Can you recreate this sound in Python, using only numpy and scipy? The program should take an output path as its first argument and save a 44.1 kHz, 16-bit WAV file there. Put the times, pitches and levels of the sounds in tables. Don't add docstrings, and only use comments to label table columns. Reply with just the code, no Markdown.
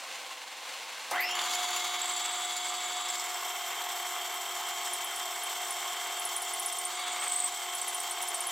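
import sys
import numpy as np
from scipy import signal
from scipy.fft import rfft, irfft, next_fast_len
from scipy.io import wavfile

SR = 44100
rng = np.random.default_rng(int(sys.argv[2]) if len(sys.argv) > 2 else 0)


def int16_out(signal):
    q = np.round(np.clip(np.atleast_2d(signal).T, -1, 1) * 32767)
    wavfile.write(sys.argv[1], SR, q.astype(np.int16))


N = 375291
T = np.arange(N) / SR
FREQS = np.maximum(np.fft.rfftfreq(N, 1 / SR), 1)
START_S = 1.112
RUN_TIME = np.maximum(T - START_S, 0)

# bite t/s, lift t/s, load (0-1), feed-in time/s
FEEDS = [(3.075, 6.846, 0.91, 0.37), (7.104, 8.6, 0.37, 0.082), (7.5, 8.6, 0.48, 0.1)]
# f/Hz, spectral level/dB
RUB_SPECTRUM = [(200, -42), (1500, -21), (3300, 5.5), (4200, 5), (4600, 7.5), (5150, -1), (5800, 2),
                (7000, 5.5), (7900, 1.5), (9000, -3.5), (11500, -7.5), (13200, -7), (14200, -11),
                (16000, -11)]
CUT_SPECTRUM = [(1500, -39), (3300, -1), (3750, 7.5), (4500, 3), (4900, 1), (5400, 10), (6700, 6),
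                (7500, 10.5), (8700, 4), (10300, -2), (11500, -1), (13600, 4), (16000, -8.5)]
SNAG_SPECTRUM = [(1500, -37), (3400, -7), (4700, -4), (5400, 7), (6500, -12), (7900, 12), (9000, -10),
                 (11500, -20), (13200, -4), (16000, -21)]
# f/Hz, bandwidth/Hz, lift/dB
TOOL_MODES = [(4550, 150, 3), (7980, 350, 7), (13300, 1200, .5)]
TURN_S, SLOWED_TURN_S, CHATTER_S = .0402, .0407, .0252
GRAZE_HZ, SQUEAL_HZ = 7540, 8070
# start t/s, end t/s, period/s, f/Hz, touches per period, warble swing/Hz,
# first touch level/dB, settled touch level/dB, warble level/dB, touch decay time/s
GRAZING_PASSES = [(2.016, 3.095, TURN_S, GRAZE_HZ, 1, 500, -27.5, -40, -45.5, 0.0025),
                  (3.1, 3.223, TURN_S, GRAZE_HZ, 1, 350, -28.5, -39, -51, 0.0066),
                  (4.834, 6.907, CHATTER_S, SQUEAL_HZ, 1, 60, -41, -46.5, -61, .005),
                  (6.916, 7.19, SLOWED_TURN_S, SQUEAL_HZ, 2, 300, -41, -36, -49, .004),
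                  (7.1975, 7.485, SLOWED_TURN_S, SQUEAL_HZ, 2, 480, -33.5, -22, -39, 0.0039),
                  (7.521, 8.52, CHATTER_S, SQUEAL_HZ, 1, 60, -37, -46, -59, .0043)]
# f/Hz, relative level/dB
BLANK_OVERTONES = [(13100, -25), (15100, -25)]
# t/s, relative level/dB, nominal f/Hz
CHIP_SQUEAKS = [(4.34, -31, 11300), (4.933, -23, 9800), (5.044, -24, 10270), (5.158, -27, 10440),
                (5.434, -24, 9650), (5.7056, -23, 9600), (6.196, -26, 9800), (6.2514, -21.5, 9500),
                (6.3628, -19.5, 9040), (6.4185, -24, 9360), (6.535, -20.5, 9100), (6.596, -21, 9430),
                (6.6596, -17.5, 9100), (6.725, -23, 9060), (6.7853, -21, 9040), (6.8506, -20.5, 8670),
                (7.749, -24, 10050), (7.8141, -20.5, 8000), (7.8798, -20.5, 8940), (7.945, -21.5, 9330),
                (8.001, -22.5, 9170), (8.1092, -22.5, 9400), (8.2236, -20.5, 9400), (8.284, -19.5, 9600),
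                (8.3443, -20, 8360), (8.405, -21, 9200), (8.4678, -22.5, 9640)]
# t/s, level/dB
SNAG_TICKS = [(3.0866, -32), (3.154, -34), (3.1964, -34), (3.2398, -35), (3.2995, -37), (3.3435, -36),
              (3.3906, -40)]
# f/Hz, level at full load/dB
LOADED_WHINE_TONES = [(2790, -60), (3112, -50.5), (3148.5, -53), (3185, -50.5), (3192, -52.5),
                      (3224, -57.5), (3305, -62), (3428, -57.5), (3545, -57.5)]
# f/Hz, wander/Hz, relative level/dB free, the same loaded
HUM_PARTIALS = [(277, 2, -26, -31), (360, .3, -14.5, -12.8), (404, 1, -33, -18), (441, 1, -33, -18.5),
                (638, 1, -30, -20), (683.5, 3, -20, -5), (720, 1.2, 0, -.7), (764, 2, -25, -17),
                (801, 1.5, -21, -6.5), (845, 1.5, -25, -13), (882, 1.5, -25, -13), (927, 2, -25, -15),
                (1080, .6, -12.5, -5.5), (1242, 2, -22, -14)]
# f/Hz, flutter/Hz, flicker weight, relative level/dB free, the same loaded
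WHINE_PARTIALS = [(1185, 12, 3, -56, -67), (2031, 12, 2, -60, -58), (2189, 24, 3, -55, -63),
                  (3150, 18, 2, -55, -66), (3429, 6, 1, -47, -72), (3472, 6, 2, -68, -57),
                  (3789, 4, 1.2, -51.5, -82), (4560, 40, 3, -64, -64), (7167, 13, 3, -57.5, -57.5)]
# t/s, share of full speed
SPINDLE_SPEED = [(1.112, .2), (1.15, .38), (1.19, .57), (1.24, .715), (1.3, .81), (1.35, .85), (1.4, .935),
                 (1.47, .99), (1.53, 1)]
# full-speed f/Hz, relative level/dB, running time before fading/s
GEAR_MESHES = [(2450, -12, .2), (2790, -4, .16), (3150, -8, .34), (3429, -2, .36), (3789, -5.5, .39),
               (4400, -15, .15), (5900, -14, .09), (6400, -16, .25), (6760, -14, .25), (7167, -13.5, .24)]
# f/Hz, bandwidth/Hz, lift/dB
DRIVE_MODES = [(2030, 150, 11), (2760, 100, 4), (3130, 80, 10), (3380, 120, 5), (5350, 800, 11)]
CASTING_MODES = [(520, 18, 1.5), (2190, 374, 10.3), (2727, 114, 6.3), (3130, 150, 6.6), (3566, 56, 5.4)]
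# f/Hz, spectral level/dB
RATTLE_SPECTRUM = [(30, -56), (100, -35.5), (170, -25.5), (240, -25), (400, -14), (600, -10), (760, -0.5),
                   (1100, 3), (1700, -4.5), (2450, -10.5), (3300, -4), (4200, -13.5), (8000, -33)]
GUARD_SPECTRUM = [(30, -29), (200, -24), (520, -23), (700, 5), (1050, 3), (1500, -2), (2100, 5),
                  (2600, -16), (5000, -21)]
# t/s, relative level/dB
RATTLE_LEVELS = [(1.3, -38.5), (1.4, -34), (1.46, -39), (1.85, -40), (2.56, -42.5), (3.46, -42),
                 (6.23, -42), (6.8, -45), (6.98, -42), (7.27, -40), (7.29, -44), (8.5, -42.5)]
# f/Hz, depth free/dB, depth loaded/dB
SHAFT_THROBS = [(12.45, 1.2, 0), (19.9, .85, .7), (22.6, .6, 0), (36.7, .4, .55), (43.7, .4, .55)]
# f/Hz, relative level/dB, t60/s
CHUCK_MODES = [(2720, -2, .1), (4560, 5, .05), (5700, -1, .05), (6150, -1, .05), (6760, 5, .08),
               (7140, 9, .14), (10200, 1.5, .075)]
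# t/s, impulse level/dB
CHUCK_CLINKS = [(1.311, -47), (1.3527, -44), (1.4146, -45), (1.5498, -45), (1.6286, -52), (1.7069, -43),
                (1.7623, -40), (2.1639, -45), (2.3649, -59), (2.5211, -53), (2.566, -44)]
# t/s, level/dB, f/Hz, bandwidth/Hz, t60/s
METAL_KNOCKS = [(1.113, -34, 810, 300, 0.35), (1.111, -33, 6260, 5000, 0.076),
                (1.143, -45, 800, 400, 0.054), (1.205, -36, 13050, 500, 0.2),
                (1.391, -27, 3350, 604, 0.043), (4.163, -33, 1080, 390, 0.046)]
# f/Hz, spectral level/dB
IDLE_SPECTRUM = [(30, -46), (100, -39), (200, -24), (310, -14), (380, -17), (600, -9), (780, -0.5),
                 (1300, -6.5), (2800, -3.5), (4200, -6), (5200, -10), (7500, -11), (10000, -18),
                 (16000, -27)]
# f/Hz, bandwidth/Hz, lift/dB
IDLE_MODES = [(510, 60, 9), (1070, 90, 6), (1556, 30, 6), (2120, 110, 4), (2757, 25, 5), (4156, 16, 9),
              (4330, 16, 8)]
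# f/Hz, side level relative to mid/dB
SIDE_SPECTRUM = [(3300, -77), (3700, -109), (4300, -21.5), (6300, -7.5), (8000, -19.5), (10500, -4),
                 (15000, -7.5)]


def tool_tip(speed, early_loudness, load, jolt_db, throb_db, sizzle_s=1.75):
    rub = grains(20000, 1.2) * from_db(throb_db + 1.5 * drift(60))
    rub = rms_one(shaped(rub, colour(RUB_SPECTRUM)))
    chips = grains(7000, .85) * from_db(throb_db + 1.6 * drift(34))
    chips = rms_one(shaped(chips, colour(CUT_SPECTRUM, TOOL_MODES)))
    cut_s = np.maximum(T - FEEDS[0][0], 0)
    dulled = 1 - lasting(cut_s, sizzle_s, order=8)
    sizzle = from_db(-54.5 - 11 * dulled + 1.5 * drift(25)) * narrow_noise(13220, 130)
    cleaned = np.minimum(cut_s, 1)
    rubbing = from_db(-42 + 5 * early_loudness - .5 * cleaned) * speed ** 7 * rub
    cutting = from_db(-41) * chips + sizzle
    bite = np.clip(1.09 * load, 0, 1)
    return from_db(1.97 * jolt_db) * (np.sqrt(1 - bite) * rubbing + np.sqrt(bite) * cutting)


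def tool_load(lift_s=.14):
    load = sum(depth * np.clip((T - bite) / feed_s, 0, 1) * np.clip(1 - (T - lift) / lift_s, 0, 1)
               for bite, lift, depth, feed_s in FEEDS)
    return np.clip(load, 0, 1)


def cutting_force(load, snaps_per_s=13, depth_db=1.44, strain_db=.16, relief_db=1, width_s=.016):
    cycle = np.cumsum(snaps_per_s * (1 + .09 * drift(1.9))) / SR % 1
    jolt = np.exp(-cycle / .079)
    lag = T[:SR // 10] - .05
    strain = strain_db * np.exp(-((lag + .0039) / width_s) ** 2)
    relief = relief_db * np.exp(-((lag - .012) / width_s) ** 2)
    tears = impulses([(s, 0) for s, *_ in CHIP_SQUEAKS])
    return depth_db * load * (jolt - jolt.mean()) + signal.fftconvolve(tears, strain - relief, "same")


def blank_squeal(rise_s=.0014, settle_share=.39, offbeat_db=-6):
    out, touches = np.zeros(N), np.zeros(N)
    waver_hz = 70 * (drift(120) + drift(350))
    flicker = from_db(3 * drift(70))
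    for start, end, period_s, hz, count, swing_hz, first_db, last_db, warble_db, fall_s in GRAZING_PASSES:
        during = (T > start) * np.clip((end - T) / .004, 0, 1)
        settling = np.exp(-np.maximum(T - start, 0) / (settle_share * (end - start)))
        pressure_db = (first_db - last_db) * settling
        gap_s = period_s / round(count)
        age = (T - start) % gap_s
        offbeat = (T - start) % period_s > gap_s
        envelope = np.minimum(age / rise_s, 1) * np.exp(-np.maximum(age - 2 * rise_s, 0) / fall_s)
        touch = during * from_db(last_db + pressure_db + offbeat_db * offbeat) * envelope
        arch = np.sin(np.pi * (age / gap_s) ** 1.4)
        pitch_hz = hz + swing_hz * (1 + .2 * drift(16)) * arch + waver_hz
        warble = during * from_db(warble_db + .3 * pressure_db) * (.15 + 1.43 * age / gap_s) * flicker
        out += touch * tone(hz + waver_hz)
        out += warble * (.6 * tone(pitch_hz) + .8 * narrow_noise(pitch_hz, 200))
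        touches += touch
    return out + touches * sum(from_db(db) * narrow_noise(hz, 150) for hz, db in BLANK_OVERTONES)


def chip_chirps(sweep_hz=3600, sweep_s=.00109, sag_hz=350, squeak_s=.0019, rasp_s=.0016):
    out = np.zeros(N + SR)
    age = T[:SR // 25]
    ragged_hz = 380 * drift(350)
    noise = rng.standard_normal((len(CHIP_SQUEAKS), len(age)))
    grits = rms_one(signal.sosfilt(signal.butter(2, 1100, fs=SR, output="sos"), noise))
    for (s, db, hz), grit in zip(CHIP_SQUEAKS, grits):
        at = round(s * SR)
        stretch, phase = rng.standard_normal(2)
        glide = np.exp(-age / (sweep_s * from_db(4.7 * stretch)))
        pitch_hz = hz - sag_hz + sweep_hz * glide + np.resize(ragged_hz[at:], len(age))
        carrier = np.sin(2 * np.pi * np.cumsum(pitch_hz) / SR + phase)
        squeak = age / squeak_s * np.exp(1 - age / squeak_s) * carrier
        rasp = age / rasp_s * np.exp(1 - age / rasp_s) * grit * np.sin(2 * np.pi * (hz + 450) * age)
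        out[at:at + len(age)] += from_db(db - 7) * squeak + from_db(db - 10.5) * rasp
    return out[:N]


def edge_snags():
    grit = rms_one(shaped(rng.standard_normal(N), colour(SNAG_SPECTRUM)))
    return grit * decay(impulses(SNAG_TICKS), t60=.074)


def loaded_whine(load, jolt_db):
    wander_hz = 6 * drift(12)
    cluster = sum(from_db(db) * tone(hz + wander_hz + .6 * drift(4)) for hz, db in LOADED_WHINE_TONES)
    return load * from_db(1.2 * jolt_db) * cluster


def motor_hum(inrush, early_loudness, load):
    hum = 0
    for hz, wander_hz, free_db, loaded_db in HUM_PARTIALS:
        partial = tone(hz + wander_hz * drift(7.85))
        hum += partial * from_db(free_db + load * (loaded_db - free_db) + (1.7 + .56 * load) * drift(25))
    return from_db(-44.5 + 5.5 * inrush + 2 * early_loudness - 2 * load) * hum


def motor_whine(early_loudness, load, jolt_db):
    waver = 1 + (.0005 + .0009 * load) * drift(6)
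    swell_db = 1.5 * early_loudness + 2.6 * jolt_db
    whine = 0
    for hz, flutter_hz, flicker, free_db, loaded_db in WHINE_PARTIALS:
        level_db = (1 - load) * (free_db + 2.5) + load * (loaded_db + 3) + swell_db
        flicker_db = 4.3 * flicker * np.tanh(.35 * drift(18))
        whine += tone(hz * waver + flutter_hz * drift(15)) * from_db(level_db + flicker_db)
    up_to_speed = np.clip((T - 1.38) / .12, 0, 1)
    return up_to_speed * whine


def gear_whirr(speed, fade_db_per_s=28):
    whirr = 0
    for full_hz, db, fade_s in GEAR_MESHES:
        pitch_hz = full_hz * speed
        envelope = from_db(db + 2 * drift(50)) * lasting(RUN_TIME, fade_s, order=10)
        mesh = .85 * tone(pitch_hz + .011 * full_hz * drift(70))
        roughness = .65 * narrow_noise(pitch_hz, .04 * full_hz)
        whirr += envelope * (mesh + roughness)
    return shaped(from_db(-36.5 - fade_db_per_s * RUN_TIME) * whirr, colour([(1, 0)], DRIVE_MODES))


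def headstock(speed, inrush, jolt_db, throb_db):
    rattle = grains(5000, 1.36) * from_db(1.03 * drift(33) + throb_db)
    casting = rms_one(shaped(rattle, colour(RATTLE_SPECTRUM, CASTING_MODES)))
    guard = rms_one(shaped(rattle, colour(GUARD_SPECTRUM)))
    return speed ** 3 * from_db(in_time(RATTLE_LEVELS) + 2 + jolt_db) * casting + from_db(-37) * inrush * guard


def chuck(speed, early_loudness, load, jingles_per_s=90):
    clinks = impulses(CHUCK_CLINKS)
    slack = speed ** 6 * (1 - load) * from_db(-58 + 7 * early_loudness)
    jingle = slack * (rng.random(N) < jingles_per_s / SR)
    crack = decay(clinks, t60=.071) * rng.standard_normal(N)
    out = from_db(3) * shaped(crack, np.minimum(FREQS / 4000, 1) ** 2)
    for hz, db, t60 in CHUCK_MODES:
        radius, angle = from_db(-60 / (t60 * SR)), 2 * np.pi * hz / SR
        blows = clinks + jingle * rng.standard_normal(N) + 1e-18
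        ring = signal.lfilter([.5, 0, -.5], [1, -2 * radius * np.cos(angle), radius ** 2], blows)
        out += from_db(db) * ring
    return out


def metal_knocks():
    out = np.zeros(N + SR)
    age = T[:SR // 2]
    for s, db, hz, width_hz, t60 in METAL_KNOCKS:
        ring = signal.lfilter(*signal.iirpeak(hz, hz / width_hz, fs=SR), rng.standard_normal(len(age)))
        at = round(s * SR)
        out[at:at + len(age)] += from_db(db - 60 * age / t60) * rms_one(ring)
    return signal.sosfilt(signal.butter(2, 450, "high", fs=SR, output="sos"), out[:N])


def shaft_throb(load):
    return sum((free + load * (loaded - free)) * np.cos(2 * np.pi * (hz * T + rng.random()))
               for hz, free, loaded in SHAFT_THROBS)


def idling_machinery(sag_at_s=.284, sag_s=.37, sputter_hz=19.6, sink_db=14.5, sink_s=.9):
    sag = np.sqrt(np.abs(np.sin(np.pi * np.clip((T - sag_at_s) / sag_s, 0, 1))))
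    sputter = np.sin(2 * np.pi * sputter_hz * (T - sag_at_s))
    level_db = -41 - sag * (3 + 2 * sputter) - sink_db * np.minimum(RUN_TIME / sink_s, 1)
    hiss = rms_one(shaped(grains(9000, .96), colour(IDLE_SPECTRUM, IDLE_MODES)))
    return hiss * from_db(level_db + .87 * drift(36))


def echoes(x, t60):
    age = T[:SR // 3]
    tail = rng.standard_normal(len(age)) * from_db(-60 * age / t60) * (age > .002)
    return signal.fftconvolve(x, tail / np.sqrt(np.sum(tail ** 2)))[:N]


def from_db(db):
    return 10 ** (np.asarray(db) / 20)


def rms_one(x):
    return x / np.sqrt(np.mean(np.abs(x) ** 2) + 1e-20)


def in_time(points):
    return np.interp(T, *np.transpose(points))


def lasting(age, length_s, order=4):
    return 1 / (1 + (np.maximum(age, 0) / length_s) ** order)


def colour(points, resonances=()):
    hz, db = np.transpose(points)
    lift = sum(peak / (1 + (2 * (FREQS - centre) / width) ** 2) for centre, width, peak in resonances)
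    return from_db(np.interp(np.log(FREQS), np.log(hz), db) + lift)


def shaped(x, gain):
    size = next_fast_len(N)
    return irfft(rfft(x, size) * np.interp(np.fft.rfftfreq(size, 1 / SR), FREQS, gain), size)[:N]


def drift(corner_hz):
    step = 40
    pole = np.exp(-2 * np.pi * corner_hz * step / SR)
    noise = rng.standard_normal(N // step + 2002)
    slow = signal.lfilter([1], [1, -2 * pole, pole ** 2], noise)[2000:]
    return np.interp(np.arange(N) / step, np.arange(len(slow)), rms_one(slow))


def tone(hz):
    return np.sqrt(2) * np.sin(2 * np.pi * (np.cumsum(hz) / SR + rng.random()))


def narrow_noise(hz, width_hz):
    phase = 2 * np.pi * np.cumsum(hz + np.zeros(N)) / SR
    return drift(width_hz) * np.cos(phase) + drift(width_hz) * np.sin(phase)


def grains(per_s, spread_db):
    sizes = from_db(spread_db * np.minimum(rng.exponential(1, N), 4)) * rng.choice([-1, 1], N)
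    return rms_one(sizes * (rng.random(N) < per_s / SR))


def impulses(rows):
    s, db = np.transpose(rows)
    return np.bincount(np.round(s * SR).astype(int), from_db(db), N)[:N]


def decay(clicks, t60):
    return signal.lfilter([1], [1, -from_db(-60 / (t60 * SR))], clicks + 1e-18)


def scene():
    running = np.clip(RUN_TIME / .013, 0, 1)
    speed, load = in_time(SPINDLE_SPEED), tool_load()
    inrush = lasting(RUN_TIME, length_s=.073)
    early_loudness = lasting(RUN_TIME, length_s=.87)
    jolt_db, throb_db = cutting_force(load), shaft_throb(load)
    lathe = motor_hum(inrush, early_loudness, load) + motor_whine(early_loudness, load, jolt_db)
    lathe += gear_whirr(speed) + headstock(speed, inrush, jolt_db, throb_db)
    lathe += tool_tip(speed, early_loudness, load, jolt_db, throb_db)
    lathe += chuck(speed, early_loudness, load) + loaded_whine(load, jolt_db) + edge_snags()
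    chirps = chip_chirps()
    chirps += from_db(-6.5) * echoes(chirps, t60=.03)
    squeal = blank_squeal()
    mid = idling_machinery() + running * lathe + metal_knocks() + chirps + squeal
    mid += echoes(from_db(-6) * chirps + from_db(-11) * squeal, t60=.12)
    side = shaped(echoes(mid, t60=.2), colour(SIDE_SPECTRUM))
    return np.array([mid + side, mid - side])


def record(dry, bass_hz=80, cutoff_hz=15900):
    thin = signal.sosfilt(signal.butter(2, bass_hz, "high", fs=SR, output="sos"), dry)
    return np.array([shaped(channel, 1.0 * (FREQS < cutoff_hz)) for channel in thin])


dry = scene()
out = record(dry)
int16_out(out)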